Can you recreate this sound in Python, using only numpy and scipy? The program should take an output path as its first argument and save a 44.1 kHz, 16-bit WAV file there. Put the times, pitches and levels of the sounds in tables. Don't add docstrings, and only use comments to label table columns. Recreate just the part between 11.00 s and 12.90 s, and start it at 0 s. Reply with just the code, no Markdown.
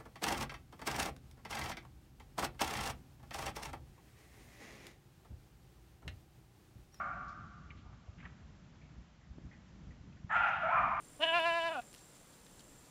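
import sys
import numpy as np
from scipy import signal
from scipy.fft import rfft, irfft
from scipy.io import wavfile

SR = 44100
rng = np.random.default_rng(int(sys.argv[2]) if len(sys.argv) > 2 else 0)


def store_pcm(level_fs):
    pcm = np.round(np.clip(level_fs, -1, 1) * 32767).astype(np.int16)
    wavfile.write(sys.argv[1], SR, np.atleast_2d(pcm).T)


N = 83790

# (frequency [Hz], relative level [dB])
AIR_SPECTRUM = [(15, -30), (25, -0.5), (80, -4.5), (157, 0), (239, -6), (275, -3), (363, -9), (503, -9),
                (665, -12), (879, -14), (2500, -20), (6500, -22.5), (8450, -54), (14300, -120)]
# (time [s], gain [dB])
RUMBLE_GAIN = [(0, -1), (.4, -1), (.88, -0.5), (1.05, -3), (1.3, -2), (1.55, 0), (1.72, 0), (1.9, -1.5)]
# (frequency [Hz], relative level [dB])
HISS_SPECTRUM = [(20, -61), (4500, -23), (6500, -3), (8300, -4.5), (10000, -7.5), (12500, -8),
                 (15500, -9.5)]
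# (time [s], level [dB])
BUZZ_LEVEL = [(0, -66.5), (.4, -67), (.9, -70), (1.3, -71), (1.9, -72.5)]
# (time [s], level [dB])
CHORUS_LEVEL = [(0, -68.5), (.5, -68), (1.0, -68), (1.4, -70), (1.65, -68.5), (1.9, -70)]
# (time [s], half length [s], level [dB], centre [Hz])
BRUSHES = [(0.075, 0.018, -82, 5000), (.401, 0.0052, -59.5, 10000), (.945, 0.015, -63, 9500),
           (0.99, 0.029, -64, 5500), (1.153, 0.032, -68, 5500), (1.34, 0.026, -71, 4800),
           (1.6, .018, -66.5, 7500), (1.86, 0.012, -69, 4500)]
# (time [s], level [dB], centre [Hz], decay [s])
SNAPS = [(0.401, -59, 6500, 0.009), (0.816, -56.5, 2260, 0.0081), (0.9296, -48.5, 5350, 0.00072),
         (0.9411, -47, 3280, 0.0011), (0.9479, -50, 3480, 0.0017), (0.9612, -54, 4100, 0.0028),
         (1.4647, -56, 4050, .004), (1.594, -53.5, 4280, 0.0043), (1.605, -55.5, 3000, 0.0048)]
# (time [s], pitch [Hz])
BLEAT_PITCH = [(0.198, 284.7), (0.23, 324.7), (0.242, 340.4), (0.256, 310.5), (0.276, 330.7), (0.32, 324),
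               (0.336, 337.5), (0.364, 349.9), (0.384, 344), (0.402, 322), (0.418, 323.8), (0.436, 326.7),
               (0.46, 341.4), (0.476, 342.6), (0.514, 331.5), (0.578, 339.8), (0.614, 326.6),
               (0.666, 337.1), (0.682, 332.5), (0.698, 318.4), (0.72, 333.5), (0.726, 324.7),
               (0.752, 296.5), (0.766, 270.4), (0.786, 240.6), (0.804, 234)]
# (time [s], relative level [dB])
RASP_LEVEL = [(.19, -13), (.218, -15), (.23, -25), (.244, -25), (.254, -10), (.268, -16), (.285, -22),
              (.305, -22), (.32, -16), (.345, -26), (.37, -26), (.39, -16), (.42, -26), (.55, -31),
              (.67, -28), (.71, -19), (.75, -20), (.8, -20)]
# (time [s], gain [dB])
SHEEN_GAIN = [(.2, -3.5), (.3, -7), (.37, -3.5), (.43, 5), (.48, 3.5), (.53, 6), (.58, 11), (.61, 8.5),
              (.665, 14), (.72, 3), (.8, -7)]
# (frequency [Hz], width [Hz], relative level [dB])
THROAT_NASAL = [(278, 51, -11), (663, 200, 1.5), (987, 64, -4), (1150, 170, -10), (1470, 64, -8),
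                (1650, 81, 0), (1886, 200, -11.5), (2300, 160, -16), (2635, 200, -9.5), (2960, 196, 3),
                (3280, 93, -10.5), (3580, 230, -11.5), (4160, 130, -16.5)]
# (frequency [Hz], width [Hz], relative level [dB])
THROAT_OPEN = [(278, 150, -23.5), (708, 254, 3.5), (1024, 164, 0), (1415.5, 91, -1.5), (1674, 160, 0),
               (2020, 127, -10.5), (2353, 140, -2), (2646, 296, 5.5), (2969, 130, 10.5), (3278, 48, -0.5),
               (3558, 130, -1.5), (3705, 63, -12), (4137, 300, -15.5), (4660, 1700, -25.5)]
# (frequency [Hz], width [Hz], relative level [dB])
THROAT_SHUT = [(249, 51, -11.5), (560, 430, -17.5), (728, 120, 6), (1150, 150, -12.5), (1440, 210, 4),
               (2570, 150, -8.5), (2940, 180, -19), (3300, 430, -27)]
# (time [s], body [dB], middle [dB], treble [dB])
BLEAT_LEVELS = [(0.19, -52, -84, -82), (0.196, -47, -79, -70), (0.208, -41.5, -51.5, -48),
                (0.238, -31, -37.5, -27), (0.258, -39, -45.5, -40), (0.292, -37.5, -37.5, -32.5),
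                (0.32, -36, -43, -40), (0.346, -32, -36, -34), (0.374, -32, -36, -35.5),
                (0.424, -37.5, -44.5, -41.5), (0.464, -32, -36.5, -39.5), (0.538, -36, -40.5, -42.5),
                (0.584, -34.5, -38.5, -47), (0.614, -38.5, -46, -42.5), (0.664, -36, -39, -47.5),
                (0.688, -37, -44, -44), (0.704, -40.5, -50.5, -53), (0.718, -39, -44.5, -50),
                (0.732, -42.5, -48.5, -49.5), (0.744, -47.5, -48, -50.5), (0.758, -41.5, -40, -53),
                (0.776, -39, -55, -52.5), (0.788, -38.5, -46, -57), (0.798, -38.5, -49, -50.5),
                (0.808, -49.5, -64, -66), (0.815, -71, -69, -60)]
# (time [s], half length [s], level [dB])
STEPS = [(0.381, 0.0176, -59), (0.941, 0.01, -67), (1.712, 0.021, -64.5)]


def amp(db):
    return 10 ** (np.asarray(db) / 20)


def unit(x):
    return x / np.sqrt(np.mean(x ** 2) + 1e-20)


def clock():
    return np.arange(N) / SR


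def curve(table, column=1):
    table = np.array(table)
    return np.interp(clock(), table[:, 0], table[:, column])


def swell(middle_s, half_s):
    return np.exp(-((clock() - middle_s) / half_s) ** 2)


def spectrum(points):
    hz, db = np.transpose(points)
    return lambda f: amp(np.interp(np.log(f + 1), np.log(hz + 1), db))


def shaped(x, gain):
    return irfft(rfft(x, 2 * N) * gain(np.fft.rfftfreq(2 * N, 1 / SR)))[:N]


def noise(gain):
    return unit(shaped(rng.standard_normal(N), gain))


def below(hz, order=4):
    return lambda f: 1 / (1 + (f / hz) ** order)


def around(hz, width_hz):
    return lambda f: 1 / (1 + (2 * (f - hz) / width_hz) ** 2)


def air():
    wash = amp(-60.5) * noise(spectrum(AIR_SPECTRUM))
    rumble = shaped(wash, below(400))
    hiss = amp(-69) * noise(spectrum(HISS_SPECTRUM))
    return wash - rumble + rumble * amp(curve(RUMBLE_GAIN)) + hiss


def near_insect(strokes_per_s=63.8, top_hz=9360, sag_hz=650, wander_hz=103.5):
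    stroke = np.minimum((clock() * strokes_per_s % 1) / 0.93, 1)
    arch_hz = top_hz - sag_hz * (2 * (stroke - 0.42)) ** 2
    phase = 2 * np.pi * np.cumsum(arch_hz + wander_hz * noise(below(600))) / SR
    pulses = abs(np.sin(np.pi * stroke)) ** 0.76
    flicker = 1 + 0.28 * noise(below(500))
    return unit(pulses * np.sin(phase) * flicker) * amp(curve(BUZZ_LEVEL))


def far_insects():
    band = noise(around(7494, width_hz=440))
    flutter = np.exp(0.27 * noise(below(72.4)))
    return unit(band * flutter) * amp(curve(CHORUS_LEVEL))


def grass():
    t, out = clock(), np.zeros(N)
    for start, db, hz, decay in SNAPS:
        burst = (t >= start) * np.exp(-abs(t - start) / decay)
        out += amp(db) * noise(around(hz, width_hz=5000)) * burst
    grains = unit(amp(2.5 * noise(below(720))))
    for middle, half, db, hz in BRUSHES:
        out += amp(db) * grains * noise(around(hz, width_hz=5800)) * swell(middle, half)
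    return out


def vocal_folds(jitter=0.04, shimmer=0.6, waver_hz=135, puff_decay_cycles=0.73):
    rasp = amp(curve(RASP_LEVEL))
    hz = curve(BLEAT_PITCH) * (1 + jitter * rasp * noise(below(waver_hz)))
    cycles = np.cumsum(hz) / SR
    pulses = unit(sum(np.cos(2 * np.pi * k * cycles) for k in range(1, 25)))
    pulses *= 1 + shimmer * rasp * noise(below(waver_hz))
    puff_shape = 0.2 + np.exp(-(cycles % 1) / puff_decay_cycles)
    puffs = unit(puff_shape * noise(below(4270, order=6)))
    drive = pulses + rasp * puffs
    dull = shaped(drive, below(3630, order=16))
    return dull + (drive - dull) * amp(curve(SHEEN_GAIN))


def throat(drive, resonances, skirt=1.24, size=4096):
    f = abs(np.fft.fftfreq(size, 1 / SR))
    peaks = sum(amp(db) * around(hz, width)(f) ** skirt for hz, width, db in resonances)
    floor = amp(-27) * below(5240)(f)
    nose_notch = 1 - 0.98 * around(3080, width_hz=82)(f)
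    low_cut = 1 - below(170)(f)
    log_gain = np.log((peaks + floor) * nose_notch * low_cut + 1e-5)
    minimum_phase = np.exp(np.conj(signal.hilbert(log_gain)))
    ring = np.fft.ifft(minimum_phase).real[:size // 2]
    return signal.fftconvolve(drive, ring)[:N]


def quaver(voice, body_top_hz=1150, middle_top_hz=2200, attack_s=0.012, release_s=0.016):
    body = shaped(voice, below(body_top_hz, order=16))
    under_treble = shaped(voice, below(middle_top_hz, order=16))
    window = signal.get_window("hann", int(SR / 60))
    t, out = clock(), np.zeros(N)
    for column, band in enumerate([body, under_treble - body, voice - under_treble], start=1):
        power = signal.fftconvolve(band ** 2, window / window.sum(), "same")
        levelled = band / np.sqrt(abs(power) + 1e-12)
        out += levelled * amp(curve(BLEAT_LEVELS, column))
    fade_in = np.clip((t - BLEAT_LEVELS[0][0]) / attack_s, 0, 1)
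    fade_out = np.clip((BLEAT_LEVELS[-1][0] - t) / release_s, 0, 1)
    return out * fade_in * fade_out


def goat(opening_s=(0.287, 0.337), shutting_s=(0.696, 0.768)):
    drive = vocal_folds()
    opened = np.interp(clock(), opening_s, [0, 1])
    shut = np.interp(clock(), shutting_s, [0, 1])
    shapes = [(1 - opened, THROAT_NASAL), (opened - shut, THROAT_OPEN), (shut, THROAT_SHUT)]
    return quaver(sum(share * throat(drive, resonances) for share, resonances in shapes))


def field_scatter(call, gain_db=-36, t60_s=0.4):
    tail = noise(below(2600)) * amp(-60 * clock() / t60_s)
    return amp(gain_db) * signal.fftconvolve(call, tail / np.linalg.norm(tail))[:N]


def footsteps():
    pushes = sum(amp(db) * swell(middle, half) for middle, half, db in STEPS)
    return noise(below(236)) * pushes


def scene():
    bleat = goat()
    background = air() + near_insect() + far_insects() + grass() + footsteps()
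    return (bleat + field_scatter(bleat) + background)[None]


def record(dry, edge_hz=15600):
    low_pass = signal.firwin(511, edge_hz, window=("kaiser", 9), fs=SR)
    return signal.oaconvolve(dry, low_pass[None], "same")


dry = scene()
out = record(dry)
store_pcm(out)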